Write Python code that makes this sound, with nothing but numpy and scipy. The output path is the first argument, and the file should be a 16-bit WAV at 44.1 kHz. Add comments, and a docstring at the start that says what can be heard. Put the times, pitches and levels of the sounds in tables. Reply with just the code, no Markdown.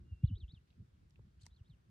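"""Open grassland in still air, on a hand-held stereo microphone. A faint hiss and the rumble of the grip
run throughout. First a distant bird holds a thin whistle; before it ends, another gives three arched
chirps while the hand bumps the housing, hardest at 0.24 s. A few dry ticks follow close by. From 1.4 s
three more chirps come, and one sharp click sounds near the microphone just after the first of them."""
import sys
import numpy as np
from scipy import signal
from scipy.fft import rfft, irfft, next_fast_len
from scipy.io import wavfile
from scipy.ndimage import uniform_filter1d, map_coordinates

SR = 44100
rng = np.random.default_rng(int(sys.argv[2]) if len(sys.argv) > 2 else 0)


def to_wav(sig):
    """Store sig (one row per channel, or 1-D mono) as 16-bit WAV at the path in sys.argv[1].

    Samples outside -1..1 are clipped; the rate is SR.
    """
    pcm = np.clip(np.atleast_2d(sig), -1, 1) * 32767
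    pcm = np.round(pcm).astype(np.int16)
    wavfile.write(sys.argv[1], SR, pcm.T)  # frames by channels


N = 83790

# hiss of the open air: f/Hz, relative level/dB
AIR_COLOUR = [(240, -21), (400, -0.5), (542, -6), (645, -8.5), (875, -9.5), (1430, -9.5), (1560, -9.5),
              (1700, -11), (2750, -16), (3730, -16), (8640, -25.5), (11000, -29), (12800, -29),
              (16600, -65.5), (22000, -120)]
# stereo image of the hiss: f/Hz, left-right likeness
AIR_LIKENESS = [(400, -0.22), (1000, -0.53), (3000, 0.23), (10000, -0.17)]
# rumble of the grip: f/Hz, relative level/dB
GRIP_COLOUR = [(15, -42.5), (25, -24.5), (40, -4.5), (60, 4.5), (90, 0), (135, -2.5), (180, -5), (270, -18),
               (350, -18), (440, -34), (700, -47), (1500, -100)]
# its rise and fall: t/s, level/dB
GRIP_LEVEL = [(0, -57.5), (.18, -63.5), (.3, -60), (.49, -64.5), (.64, -70), (.74, -68), (.81, -60.5),
              (.88, -70), (.97, -65), (1.12, -67.5), (1.23, -59.5), (1.33, -70), (1.41, -65), (1.5, -69.5),
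              (1.74, -67.5), (1.9, -65.5)]
# soft bumps of the hand: t/s, level/dB, f/Hz, half length/s
HAND_BUMPS = [(.006, -55.5, 68.8, 0.011), (0.128, -37, 84.4, 0.011), (.244, -18, 118, .0055),
              (0.256, -34.5, 65.4, 0.0082), (.284, -36.5, 75, 0.008), (0.313, -36.5, 136.7, 0.0045),
              (.333, -32, 97, 0.013), (0.363, -39, 70, 0.0068), (0.44, -38.5, 68.2, .012),
              (.49, -50.5, 68, 0.0053), (.538, -43, 120, 0.0037), (.576, -52, 82, 0.01),
              (.806, -48, 86, 0.0037), (.948, -57.5, 70.5, 0.017), (1.178, -57, 76.3, 0.008),
              (1.208, -52.5, 111.5, .012), (1.245, -58, 76.5, 0.015), (1.386, -56.5, 71.3, 0.017),
              (1.441, -50, 92, 0.0065), (1.525, -53, 69.4, 0.013), (1.616, -45.5, 93, 0.0062),
              (1.704, -51.5, 143, 0.0096), (1.724, -58.5, 62.7, .01)]
# small hollow knocks on the housing: t/s, level/dB, f/Hz, half length/s
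HOUSING_KNOCKS = [(.237, -48.5, 249, 0.006), (.314, -46.5, 230.3, 0.012), (.378, -67, 387, 0.01),
                  (.535, -58.5, 242, 0.0042), (.795, -59.5, 211, 0.013), (.826, -59, 164, 0.011),
                  (1.194, -61, 443, 0.0024)]
BUMP_SAG, BUMP_SHARPNESS = 0.18, 2.7  # pitch fall per half length, steepness of the swell
BUMP_TAIL, BUMP_REACH = 1.55, 3.4  # release over attack, half lengths until the fade-out

# dry ticks and rustles close by: t/s, relative level/dB, f/Hz, width/octaves, t60/s
DRY_TICKS = [(0.233, -79, 12130, 0.012, 0.094), (.675, -81.5, 3400, 0.58, 0.42),
             (.704, -65.5, 3400, 0.41, 0.03), (0.728, -70.5, 2780, 0.54, 0.016),
             (1.097, -73, 8000, 0.55, 0.017), (1.107, -66, 4170, 0.94, 0.013),
             (1.158, -60, 2630, 0.4, 0.019), (1.192, -64, 850, 0.46, 0.029)]
# rustle around the click: t/s, level/dB
RUSTLE_LEVEL = [(1.39, -100), (1.408, -85), (1.417, -68), (1.425, -74.5), (1.429, -81.5), (1.435, -71.5),
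                (1.447, -87.5), (1.466, -69.5), (1.48, -82), (1.51, -102)]
# its spectrum: f/Hz, relative level/dB
RUSTLE_COLOUR = [(1000, -11), (3000, -2.5), (4400, 6), (6000, -1), (8500, 2), (11000, -22), (14000, -14)]
# snaps that make up the click: t/s, relative snap level/dB, relative ring level/dB
CLICK_SNAPS = [(1.456, -62, -75), (1.4559, -61, -91), (1.4646, -50.5, -92), (1.4656, -49, -61.5)]
# spectrum of a snap: f/Hz, relative level/dB
SNAP_COLOUR = [(600, -28), (2000, 2), (4000, -12), (4900, 4), (5700, 3), (7200, -3.5), (9000, 0),
               (11000, -16), (14000, -10)]
# modes of the small hard body: f/Hz, relative level/dB, t60/s
BODY_MODES = [(962, 0.5, 0.025), (620, -38, 0.039), (1160, -6.5, 0.014), (2130, -2.5, .014),
              (4000, -1, 0.011), (5620, 7.5, 0.0075), (8850, -1, 0.0054)]
CLOSE_LIKENESS, TICK_SKIRT_DB = 0.22, -42  # left-right likeness up close; floor outside a tick's band

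# note of the whistling bird: t/s, f/Hz, level/dB
WHISTLE_NOTE = [(0.038, 2800, -96.5), (.07, 2820, -86.5), (.097, 2835, -80.5), (0.133, 2760, -78),
                (.195, 2727, -81), (.228, 2800, -79.5), (0.248, 2880, -83), (0.319, 2966, -70.5),
                (.355, 2975, -84)]
# calls of the chirping bird: t of the top/s, rise/s, silent top/s, fall/s, shift of starting pitch/Hz,
# rise level/dB, fall level/dB, accent beside the top/dB, rasp 0-1, left over right/dB
BIRD_CHIRPS = [(0.2699, 0.037, .005, 0.033, -540, -68, -64, -2.5, 0.86, .3),
               (0.393, .039, .013, 0.049, 22.5, -63, -64, 0, 0.78, 1),
               (.532, .046, .014, 0.046, -0.5, -63, -68, 2, 0.6, 2),
               (1.429, 0.033, 0.0085, 0.025, -400, -75, -74, 18, 0.7, 3),
               (1.556, 0.049, 0.011, .044, 328.5, -74.5, -76.5, 12.5, 0.8, -1),
               (1.690, 0.039, 0.013, .053, 60.5, -74.5, -74, 7.5, 1, .3)]
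# upward glide of a chirp: share of the stroke, f/Hz, relative level/dB
CHIRP_RISE = [(0, 3140, -9.5), (.25, 3412, -3.5), (.5, 3648, -6), (.7, 3780, -1), (.87, 4090, -9.5),
              (1, 4525, -8)]
# downward glide: share of the stroke, f/Hz, relative level/dB
CHIRP_FALL = [(0, 4542, -10), (.1, 4060, -2.5), (.19, 3757, 0.5), (.38, 3392, -6.5), (.7, 3023, -5.5),
              (.88, 2773, -5), (1, 2686, -6.5)]
RASP_HZ, RASP_SWING_HZ, RASP_SHARE = 172, 1300, .48  # flick rate, sweep at full rasp, share of the rise
FLUTTER_DB, WAVER_HZ = 1.4, 28  # unsteadiness of a stroke without rasp
ACCENT_SHARE, EDGE_S = 0.12, .003  # accent width as share of a stroke; fade at each end of a note
BIRD_LAG_S, SCATTER_DB = .00003, -11  # the birds reach the right channel later; level of their tail
TOP_HZ = 13000


def amp(db):
    return 10 ** (np.asarray(db) / 20)


def unit_rms(x):
    return x / np.sqrt(np.mean(x ** 2) + 1e-20)


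def clock():
    return np.arange(N) / SR


def along(points, hz):
    """Read (f/Hz, value) points on a log frequency axis."""
    f, values = np.transpose(points)
    return np.interp(np.log(hz + 1), np.log(f + 1), values)


def curves(rows, at):
    """Each column after the first, read at the given places."""
    places, *columns = np.transpose(rows)
    return [np.interp(at, places, column) for column in columns]


def wobble(rate):
    """A smooth random curve, rate knots a second."""
    return map_coordinates(rng.standard_normal(4096), [clock() * rate + 2], mode="wrap")


def filtered(x, response):
    """Pass x through a frequency response."""
    size = next_fast_len(N + SR // 2)
    return irfft(rfft(x, size) * response(np.fft.rfftfreq(size, 1 / SR)), size)[..., :N]


def noise(gain_db, likeness=lambda hz: CLOSE_LIKENESS):
    """Stereo noise of rms 1; colour and left-right likeness are functions of frequency."""
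    def mid_side_gains(hz):
        angle = np.arccos(np.clip(likeness(hz) + np.zeros_like(hz), -1, 1)) / 2
        return amp(gain_db(hz)) * np.array([np.cos(angle), np.sin(angle)])
    mid, side = filtered(rng.standard_normal((2, N)), mid_side_gains)
    return unit_rms(np.array([mid + side, mid - side]))


def tone(hz):
    """A sine that follows a pitch curve."""
    return np.sin(2 * np.pi * np.cumsum(hz) / SR)


def pan(left_db):
    return amp(np.array([[left_db], [-left_db]]) / 2)


def decay(start, t60):
    """A sudden start, then a fall of 60 dB every t60 seconds."""
    t = clock() - start
    return (t >= 0) * np.exp(-np.log(1000) * np.abs(t) / t60)


def air(level_db=-82, patch_db=1):
    """A faint, wide hiss all round the microphone, slightly patchy in time and frequency."""
    hiss = noise(lambda hz: along(AIR_COLOUR, hz), lambda hz: along(AIR_LIKENESS, hz))
    spectra = signal.stft(hiss, nperseg=512)[2]
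    patches = uniform_filter1d(rng.standard_normal(spectra.shape[1:]), size=8, axis=0)
    patches = unit_rms(uniform_filter1d(patches, size=10, axis=1))
    return amp(level_db) * signal.istft(spectra * amp(patch_db * patches), nperseg=512)[1][:, :N]


def grip_rumble(lumps_db=2.5):
    """The unsteady hand on the microphone rumbles, nearly the same in both channels."""
    db, = curves(GRIP_LEVEL, clock())
    likeness = [(100, .99), (250, 0.69), (500, 0.18)]  # f/Hz, left-right likeness
    rumble = noise(lambda hz: along(GRIP_COLOUR, hz), lambda hz: along(likeness, hz))
    return amp(db + lumps_db * wobble(30)) * rumble


def housing_bumps(rows):
    """Pushes on the microphone housing: a few low cycles that swell, sag in pitch and die."""
    out = np.zeros(N)
    for at, db, hz, half_length in rows:
        age = np.clip((clock() - at) / half_length, -12, 12)  # half lengths from the peak
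        stretched = np.where(age < 0, age, age / BUMP_TAIL)
        swell = np.exp(BUMP_SHARPNESS * (1 - np.hypot(1, stretched)))
        fade = np.exp(-(age / BUMP_REACH) ** 4)
        cycles = hz * half_length * (1 - np.exp(-BUMP_SAG * age)) / BUMP_SAG
        out += amp(db) * swell * fade * np.sin(2 * np.pi * cycles)
    return out


def dry_ticks():
    """Tiny dry contacts near the microphone, each a puff of noise in one band."""
    out = np.zeros((2, N))
    for at, db, centre_hz, octaves, t60 in DRY_TICKS:
        puff = noise(lambda hz: np.maximum(-6 * (np.log2((hz + 1) / centre_hz) / octaves) ** 2,
                                           TICK_SKIRT_DB))
        out += amp(db - 5.5) * decay(at, t60) * puff
    return out


def close_click(grain_db=2.5):
    """Close by, within a short rustle, quick snaps ring a small hard body."""
    t = clock()
    rustle_db, = curves(RUSTLE_LEVEL, t)
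    gate = (t > RUSTLE_LEVEL[0][0]) * (t < RUSTLE_LEVEL[-1][0])
    out = amp(rustle_db + grain_db * wobble(600)) * gate * noise(lambda hz: along(RUSTLE_COLOUR, hz))
    for at, snap_db, ring_db in CLICK_SNAPS:
        out += amp(snap_db - 3.5) * decay(at, t60=.008) * noise(lambda hz: along(SNAP_COLOUR, hz))
        for mode_hz, db, t60 in BODY_MODES:
            out += amp(ring_db + db) * decay(at, t60) * np.sin(2 * np.pi * mode_hz * (t - at))
    return pan(left_db=0.3) * out


def ground_scatter(calls):
    """Grass and ground scatter the calls into a short diffuse tail, different in each channel."""
    tail = (rng.standard_normal((2, N)) * decay(0.0038, t60=.08))[:, :SR // 2]
    return signal.fftconvolve(calls, tail / np.linalg.norm(tail[0]), axes=1)[:, :N]


def whistling_bird():
    """A far bird holds one thin, wavering note that rises towards its end."""
    t = clock()
    hz, db = curves(WHISTLE_NOTE, t)
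    gate = np.clip(np.minimum(t - WHISTLE_NOTE[0][0], WHISTLE_NOTE[-1][0] - t) / EDGE_S, 0, 1)
    return gate * amp(db + 1.1 * wobble(70)) * tone(hz + 7 * wobble(61))


def chirp_stroke(shape, start, length, accent_db, accent_at, shift_hz=0, rasp=0):
    """One glide of a chirp; rasp makes it less steady and breaks its opening into upward flicks."""
    t = clock() - start
    share = np.clip(t / length, 0, 1)
    hz, db = curves(shape, share)
    accent = accent_db * np.exp(-((share - accent_at) / ACCENT_SHARE) ** 2)
    unrest = 1 + 1.1 * rasp
    rattle = rasp * np.clip(3 * (1 - share / RASP_SHARE), 0, 1)
    flick_phase = (t * RASP_HZ + .06 * wobble(120)) % 1
    flick_gate = 1 - rattle * np.cos(np.pi * flick_phase) ** 4
    flick_hz = rattle * RASP_SWING_HZ * (flick_phase - .5)
    gate = np.clip(np.minimum(t, length - t) / EDGE_S + .5, 0, 1)
    level = db + accent + unrest * FLUTTER_DB * wobble(220)
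    pitch = hz + shift_hz * (1 - share ** 2) + flick_hz + unrest * WAVER_HZ * wobble(300)
    return gate * flick_gate * amp(level) * tone(pitch)


def chirping_bird():
    """Far across the grass, each chirp sweeps up, breaks at the top and sweeps down again."""
    out = np.zeros((2, N))
    for top, rise, gap, fall, shift_hz, up_db, down_db, accent_db, rasp, left_db in BIRD_CHIRPS:
        start = top - gap / 2 - rise
        up = chirp_stroke(CHIRP_RISE, start, rise, accent_db, accent_at=1, shift_hz=shift_hz, rasp=rasp)
        down = chirp_stroke(CHIRP_FALL, top + gap / 2, fall, accent_db, accent_at=0)
        out += pan(left_db) * (amp(up_db) * up + amp(down_db) * down)
    return out


def scene():
    """Far birds, a little left of the microphone, over the close sounds and the hiss."""
    lead_s = np.array([[BIRD_LAG_S], [-BIRD_LAG_S]]) / 2
    birds = filtered(chirping_bird() + whistling_bird(), lambda hz: np.exp(2j * np.pi * hz * lead_s))
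    distant = birds + amp(SCATTER_DB) * ground_scatter(birds)
    handling = housing_bumps(HAND_BUMPS) + housing_bumps(HOUSING_KNOCKS) + grip_rumble()
    return air() + handling + dry_ticks() + close_click() + distant


def record(dry):
    """The recorder keeps nothing above its band limit."""
    return filtered(dry, lambda hz: hz < TOP_HZ)


dry = scene()
out = record(dry)
to_wav(out)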